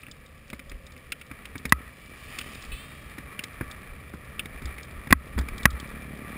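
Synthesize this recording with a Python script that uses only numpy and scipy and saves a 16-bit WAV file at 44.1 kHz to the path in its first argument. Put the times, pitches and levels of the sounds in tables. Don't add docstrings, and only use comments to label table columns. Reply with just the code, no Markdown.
import sys
import numpy as np
from scipy import signal
from scipy.fft import rfft, irfft
from scipy.io import wavfile
from scipy.ndimage import uniform_filter1d

SR = 44100
rng = np.random.default_rng(int(sys.argv[2]) if len(sys.argv) > 2 else 0)


def master_out(mix):
    frames = np.transpose(np.atleast_2d(mix))
    ceiling = np.clip(frames, -1, 1)
    pcm = np.round(ceiling * 32767).astype(np.int16)
    wavfile.write(sys.argv[1], SR, pcm)


N = 280917

# (time [s], level [dB])
RIDE = [(0.12, -57), (0.22, -59), (1.13, -55.5), (1.6, -51), (2.09, -54), (2.35, -47), (2.52, -47.5),
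        (2.89, -51), (3.38, -48.5), (3.81, -48), (4.07, -53), (4.37, -50.5), (4.56, -47.5), (4.79, -48),
        (5.31, -50.5), (5.6, -44.5), (6.09, -48), (6.37, -46)]
CRUISE_DB = -50
WHEEL_DB, RUMBLE_DB, HISS_DB = -49.5, -50.5, -62
RUMBLE_FOLLOWS, HISS_FOLLOWS, RUMBLE_DB_PER_S = 0.229, 0.14, 1.0711
# (pitch [Hz], width [Hz], relative level [dB])
WHEEL_MODES = [(1163.2, 47.5, 0.5), (1712, 87.5, -1), (1903, 114, -10), (2343.4, 32, 0)]
# (frequency [Hz], relative level [dB])
ROLL_TONE = [(450, -0.5), (520, -7), (620, -2.5), (880, -5.5), (1020, -4), (1150, 4.5), (1300, 3.5),
             (1500, -5.5), (1900, 6), (2130, 0), (2350, 7), (2600, -6), (2900, -11.5), (3400, -11)]
RUMBLE_TONE = [(29, -47.5), (50, -1), (72, 2.5), (103, -7.5), (134, -3), (167, -8.5), (257, -8.5),
               (316, -16.5), (578, -16), (800, -29), (1040, -63.5), (1760, -120)]
HISS_TONE = [(1500, -5.5), (2500, 12.5), (3300, 5), (4200, -2), (5000, 0), (5800, -10.5)]

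# (start time [s], end time [s], start pitch [Hz], end pitch [Hz], level at the middle [dB])
SINGS = [(0.072, 0.463, 506, 530, -65), (0.478, 0.893, 553, 532.8, -59), (0.886, 1.45, 513, 540, -64.5),
         (2.002, 2.27, 2300, 2367, -53), (3.182, 3.401, 1160, 1100, -54), (3.598, 3.8, 1177, 1130, -57.5),
         (6.151, 6.379, 1206, 1150, -53.5)]
# (time [s], base pitch [Hz], level [dB])
SQUEAL = [(2.70, 424, -103), (2.72, 428.7, -41), (2.76, 433.1, -49), (2.80, 448.2, -48), (2.86, 458.6, -55),
          (3.0, 468.5, -62), (3.12, 465.7, -63), (3.25, 466, -82.5)]
# (pitch [Hz], half width [Hz], relative level [dB])
SQUEAL_MODES = [(2583, 48, -1.5), (3290, 293, -1.5)]

# (time [s], level [dB], brightness [dB per octave], chatter length [s],
# thump relative to level [dB], lingering ring relative to level [dB])
KNOCKS = [(1.7223, -2.5, -5, 0.00235, -12.5, -32), (5.1258, 2, -7.5, 0.0035, -8, -40.5),
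          (5.655, -0.5, -4.5, 0.00332, -8.5, -27)]
# (pitch [Hz], width [Hz], relative level [dB])
CASE_MODES = [(660, 245, -23.5), (1088.5, 121, -1.5), (1269, 98, -7), (1609, 67, -11), (1656, 260, 3.5),
              (1977.3, 121.6, 7), (2521, 127.6, -1), (2784, 320, -7), (3137, 123, -13.5), (4630, 300, -30),
              (5060, 336, -22.5)]
# (time [s], clack level [dB], thud weight relative to clack [dB], tick relative to clack [dB])
RATTLES = [(0.032, -44, -14, -29), (.065, -45.5, -19, -24.5), (.082, -48.5, 1, -17),
           (0.5001, -43, -10.5, -8), (0.5304, -39, 3, -12.5), (0.5927, -42, -6.5, -11.5),
           (0.7152, -43.5, -1.5, -13), (.963, -49, -12, -19), (1.1194, -29.5, -18.5, -9),
           (1.212, -42.5, -18, -13.5), (1.3123, -40.5, 1.5, -17), (1.4535, -41.5, -17, -6.5),
           (1.555, -39, 3.5, -18.5), (1.653, -31, -0.5, -10.5), (2.3862, -32.5, -15.5, -4.5),
           (2.411, -38, -22, -12.5), (3.1818, -40, 3, -13), (3.391, -31, -13.5, -15),
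           (3.437, -38, -5, -0.5), (3.61, -38, 10.5, -18.5), (4.138, -50.5, 14.5, -23.5),
           (4.393, -28, -23.5, -17.5), (4.456, -42.5, 2, -4.5), (4.62, -45, 5, -9.5), (4.655, -47.5, 4, 3),
           (4.781, -40.5, -5.5, -13.5), (5.071, -42, 3.5, -12.5), (5.1061, -25.5, -2, -15.5),
           (5.378, -36, 7, -15), (5.3874, -39, 7.5, -0.5), (5.411, -49, 13, -5), (5.4848, -38, -0.5, -11)]
# (time [s], level [dB])
TICKS = [(0.1123, -46), (0.261, -56), (0.6952, -50), (0.865, -51.5), (.9196, -57.5), (1.579, -47.5),
         (1.6932, -45), (2.5495, -50), (2.6212, -49), (2.6486, -51.5), (3.7109, -44), (4.8296, -49.5),
         (5.5799, -45.5), (5.6305, -42.5), (5.704, -41.5), (5.7983, -43)]
CHATTER_PER_S, CHATTER_DB, CHATTER_SPREAD_DB = 5.8, -61, 2
# (frequency [Hz], relative level [dB])
THUD_TONE = [(50, -6.5), (110, -0.5), (270, 3), (420, -10.5), (750, -18.5), (1600, -13)]
CLACK_TONE = [(400, -23.5), (850, -24.5), (1180, -3), (1500, -10.5), (1900, 2), (2350, 3.5), (2900, -8.5),
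              (3800, -52)]
TICK_TONE = [(2200, -41), (3000, 4), (3600, 11.5), (4300, 1), (5100, 6), (5800, -6.5)]
THUD_T60_S, CLACK_T60_S, TICK_T60_S = 0.0596, 0.0323, 0.0281
CLACK_PITCH, CLACK_OCTAVES_PER_DB = 0.9735, 0.0158
# (time [s], starting strength [dB])
JOLTS = [(0.529, -34), (1.659, -29), (1.722, -16), (4.648, -26), (5.11, -12.5), (5.152, -16.5),
         (5.362, -17), (5.393, -18.5), (5.663, -11.5), (5.731, -19)]
SWAY_T60_S = 0.1887

PASS_S, APPROACH_S, RECEDE_S, TYRE_DB = 2.42, 0.264, 0.38, -49.5
BIKE_DB, BIKE_HZ, BIKE_FALL_HZ_PER_S = -54, 43.04, 4.1
# (time [s], firing rate [Hz], level [dB])
ONCOMING_BIKE = [(5.3, 35.48, -53.5), (5.7, 35.74, -44.5), (6.0, 35.94, -45.5), (6.2, 35.9, -43),
                 (6.37, 35.73, -43.5)]
# (pitch [Hz], width [Hz], relative level [dB])
SILENCER = [(70, 19, -18), (159.5, 54, 0), (384, 40, -32)]

BREEZE_DB, BREEZE_DB_PER_S, GUST_RISE_S, GUST_FALL_S = -58.5, 0.56, 0.0468, 0.0303
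# (time [s], peak level [dB])
GUSTS = [(.11, -49), (.74, -38.5), (2.63, -46.5), (2.73, -37.5), (3.93, -46.5), (4.58, -40), (4.69, -36.5),
         (5.0, -44), (5.38, -38.5), (5.54, -31), (5.67, -32.5)]
# (frequency [Hz], relative level [dB])
BUFFET_TONE = [(12, -30), (25, 5), (45, -3.5), (65, -1), (90, -22.5), (150, -40.5), (400, -27.5)]

CEILING_DB, DUCK_SHARE, RECOVER_DB_PER_S, DUCK_ATTACK_S = -3.5, 0.79, 95, 0.00665
HOLD_HZ, BAND_HZ, TOP_HZ = 12000, 5900, 15500


def undb(db):
    return 10 ** (np.asarray(db) / 20)


def unit(x):
    return x / np.sqrt(np.mean(x ** 2) + 1e-20)


def curves(table):
    s, *columns = np.transpose(table)
    return [np.interp(np.arange(N) / SR, s, c) for c in columns]


def add(out, s, x):
    i = max(int(s * SR), 0)
    out[i:i + len(x)] += x[:max(N - i, 0)]


def colour(x, points, size=4096):
    hz, db = np.transpose(points)
    octave = np.log2(np.maximum(np.arange(size // 2 + 1) * SR / size, 2))
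    below = np.maximum(np.log2(hz[0]) - octave, 0)
    above = np.maximum(octave - np.log2(hz[-1]), 0)
    skirt_db = np.minimum(24 * (below + above), 60)
    gain = undb(np.interp(octave, np.log2(hz), db) - skirt_db)
    cepstrum = irfft(np.log(gain))
    cepstrum[1:size // 2] *= 2
    cepstrum[size // 2 + 1:] = 0
    response = irfft(np.exp(rfft(cepstrum)))
    return signal.fftconvolve(x, response)[:len(x)]


def resonate(x, hz, width_hz):
    return signal.lfilter(*signal.iirpeak(hz, hz / width_hz, fs=SR), x)


def walk(rate):
    k = max(int(SR / rate), 1)
    steps = rng.standard_normal(2048)[np.arange(N) // k % 2048]
    smooth = uniform_filter1d(uniform_filter1d(steps, k), k)
    return 1.3 * smooth


def burst(t, t60, points, blow=0):
    envelope = (1 - np.exp(-t / .0007)) * undb(-60 * t / max(t60, .003))
    scrape = rng.standard_normal(len(t)) * envelope
    contact = blow * signal.unit_impulse(len(t)) + scrape / np.linalg.norm(scrape)
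    x = colour(contact, points)
    return x / np.sqrt(np.sum(x ** 2) / (.01 * SR))


def rolling():
    swell_db = curves(RIDE)[0] - CRUISE_DB
    rumble_db = RUMBLE_DB + RUMBLE_FOLLOWS * swell_db + RUMBLE_DB_PER_S * np.arange(N) / SR

    grind = unit(colour(grit(rate=4000, spread_db=2.0), ROLL_TONE))
    flutter_db = 1.15 * walk(28)
    wheels = (grind + undb(-7.0) * wheel_rings()) * undb(WHEEL_DB + swell_db + flutter_db)

    rumble = unit(colour(grit(rate=3300, spread_db=2.0), RUMBLE_TONE))
    rumble = rumble * undb(rumble_db + 0.17 * walk(22))

    bike_tyres = undb(TYRE_DB) * nearness() ** 2
    hiss_gain = np.hypot(undb(HISS_DB + HISS_FOLLOWS * swell_db), bike_tyres)
    hiss = unit(colour(grit(rate=9800, spread_db=3.0), HISS_TONE)) * hiss_gain * undb(.5 * walk(35))
    return wheels + rumble + road_echo(hiss, share=0.3)


def grit(rate, spread_db):
    hits = rng.random(N) < rate / SR
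    hardness_db = spread_db * np.minimum(rng.exponential(size=N), 5)
    return unit(hits * rng.standard_normal(N) * undb(hardness_db))


def wheel_rings():
    out = 0
    for hz, width, db in WHEEL_MODES:
        stones = grit(rate=5000, spread_db=3)
        out = out + undb(db + 1.38 * walk(3.2)) * resonate(stones, hz, width)
    return unit(out)


def road_echo(x, share):
    i = np.arange(N)
    lag_s = np.interp(i / SR, [2.0, 2.7], [.00173, .00158])
    depth = share * np.exp(-((i / SR - 2.3) / 0.7) ** 2)
    echo = np.interp(i - lag_s * SR, i, x)
    return (x + depth * echo) / np.sqrt(1 + depth ** 2)


def singing():
    out, t = 0, np.arange(N) / SR
    for start, end, start_hz, end_hz, db in SINGS:
        progress = np.clip((t - start) / (end - start), 0, 1)
        phase = 2 * np.pi * np.cumsum(start_hz + (end_hz - start_hz) * progress) / SR
        ring = (0.125 + .5 * walk(70)) * np.sin(phase) + .5 * walk(70) * np.cos(phase)
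        fade = np.sqrt(4 * progress * (1 - progress))
        out = out + unit(ring) * undb(db) * fade
    return out


def squeal(rough):
    hz, db = curves(SQUEAL)
    phase = 2 * np.pi * np.cumsum(hz) / SR
    tone = 0
    for k in np.arange(6, 11):
        gain = 0
        for mode_hz, half_width, mode_db in SQUEAL_MODES:
            gain = gain + undb(mode_db) / np.hypot(1, (k * hz - mode_hz) / half_width)
        tone = tone + gain * np.sin(k * phase + rough * walk(190)) * undb(2 * walk(50))
    return unit(tone) * undb(db)


def knocks(chatter_db, tail_db, tail_t60, metal_hz, metal_t60):
    out, t = np.zeros(N), np.arange(SR // 3) / SR
    for s, level_db, bright_db, chatter_s, thump_db, metal_db in KNOCKS:
        pressure = np.exp(-(t / chatter_s) ** 4) + undb(tail_db - 60 * t / tail_t60)
        shell = 0
        for k, (hz, width, db) in enumerate(CASE_MODES):
            chatter = rng.standard_normal(len(t)) * pressure
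            chatter = undb(chatter_db) * chatter / np.linalg.norm(chatter)
            contact = (-1) ** k * signal.unit_impulse(len(t)) + chatter
            mode_gain = undb(db + bright_db * np.log2(hz / 1500))
            shell = shell + mode_gain * unit(resonate(contact, hz, width))
        shell = shell / np.sqrt(np.sum(shell ** 2) / (.004 * SR))
        thump = undb(thump_db) * burst(t, 0.0219, THUD_TONE, blow=0.825)
        metal_phase = 2 * np.pi * metal_hz * t + 1.72 * walk(151)[:len(t)]
        metal = np.sin(metal_phase) * undb(metal_db - 60 * t / metal_t60)
        add(out, s, undb(level_db) * (shell + thump + metal))
    return out


def rattles(thud_db):
    out, t = np.zeros(N), np.arange(4096) / SR
    for s, db, weight_db, edge_db in RATTLES:
        pitch = CLACK_PITCH * 2 ** (-CLACK_OCTAVES_PER_DB * weight_db)
        clack_tone = [(hz * pitch, gain_db) for hz, gain_db in CLACK_TONE]
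        add(out, s, undb(db + weight_db + thud_db) * burst(t, THUD_T60_S, THUD_TONE, blow=0.827))
        add(out, s, undb(db) * burst(t, CLACK_T60_S, clack_tone))
        add(out, s, undb(db + edge_db) * burst(t, TICK_T60_S, TICK_TONE))
    faint = []
    for u, v in rng.random((int(CHATTER_PER_S * N / SR), 2)):
        faint.append((u * N / SR, CHATTER_DB + CHATTER_SPREAD_DB * (2 * v - 1)))
    for s, db in list(TICKS) + faint:
        add(out, s, undb(db) * burst(t, TICK_T60_S, TICK_TONE))
    return out


def sway(mount_hz):
    out, t = np.zeros(N), np.arange(SR // 2) / SR
    for s, db in JOLTS:
        envelope = (1 - np.exp(-t / 0.00296)) * undb(db - 60 * t / SWAY_T60_S)
        add(out, s, np.sin(2 * np.pi * mount_hz * t) * envelope)
    return out


def motorcycles():
    t = np.arange(N) / SR
    passing_hz = BIKE_HZ - BIKE_FALL_HZ_PER_S * (t - PASS_S)
    passing = engine(passing_hz, pipe_hz=221, pipe_width_hz=197, scatter_db=5.0)
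    hz, db = curves(ONCOMING_BIKE)
    start = ONCOMING_BIKE[0][0]
    fade_in = np.interp(t, [start - .5, start], [0, 1])
    oncoming = engine(hz, pipe_hz=219.7, pipe_width_hz=44, scatter_db=1.5) * fade_in
    return passing * undb(BIKE_DB) * nearness() + oncoming * undb(db)


def engine(hz, pipe_hz, pipe_width_hz, scatter_db):
    firings = np.floor(np.cumsum(hz * (1 + 0.001697 * walk(20))) / SR)
    pulses = np.diff(firings, prepend=0) * undb(scatter_db * walk(40))
    exhaust = resonate(pulses, pipe_hz, pipe_width_hz)
    for mode_hz, width, mode_db in SILENCER:
        exhaust = exhaust + undb(mode_db) * resonate(pulses, mode_hz, width)
    return unit(signal.sosfilt(signal.butter(2, 620, fs=SR, output="sos"), exhaust))


def nearness():
    since = np.arange(N) / SR - PASS_S
    return 1 / np.hypot(1, since / np.where(since < 0, APPROACH_S, RECEDE_S))


def wind():
    t = np.arange(N) / SR
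    pressure = undb(BREEZE_DB + BREEZE_DB_PER_S * t + 3.0 * walk(12))
    for s, db in GUSTS:
        width_s = np.where(t < s, GUST_RISE_S, GUST_FALL_S)
        pressure = pressure + undb(db) * np.exp(-((t - s) / width_s) ** 2)
    return unit(colour(rng.standard_normal(N), BUFFET_TONE)) * pressure


def scene():
    road = rolling() + singing() + squeal(rough=1.1) + motorcycles() + wind()
    case = knocks(chatter_db=-4, tail_db=-33, tail_t60=0.05, metal_hz=1284, metal_t60=0.287)
    case = case + rattles(thud_db=1.5) + sway(mount_hz=64.78)
    return (road + case)[None, :]


def ducking(x):
    recovery_db = RECOVER_DB_PER_S * np.arange(N) / SR
    level_db = 20 * np.log10(np.abs(x) + 1e-9)
    excess_db = DUCK_SHARE * np.maximum(level_db - CEILING_DB, 0)
    duck_db = np.maximum.accumulate(excess_db + recovery_db) - recovery_db
    pole = np.exp(-1 / (DUCK_ATTACK_S * SR))
    return undb(-signal.lfilter([1 - pole], [1, -pole], duck_db))


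def record(dry):
    x = .85 * np.tanh(dry[0] * ducking(dry[0]) / .85)
    x = signal.sosfilt(signal.ellip(8, .3, 60, BAND_HZ, fs=SR, output="sos"), x)
    steps = np.diff(x, prepend=0) * 2 * np.cos(2 * np.pi * HOLD_HZ * np.arange(N) / SR)
    x = x + signal.lfilter([1], [1, -.95], steps)
    return signal.sosfilt(signal.ellip(8, .2, 70, TOP_HZ, fs=SR, output="sos"), x)[None, :]


dry = scene()
out = record(dry)
master_out(out)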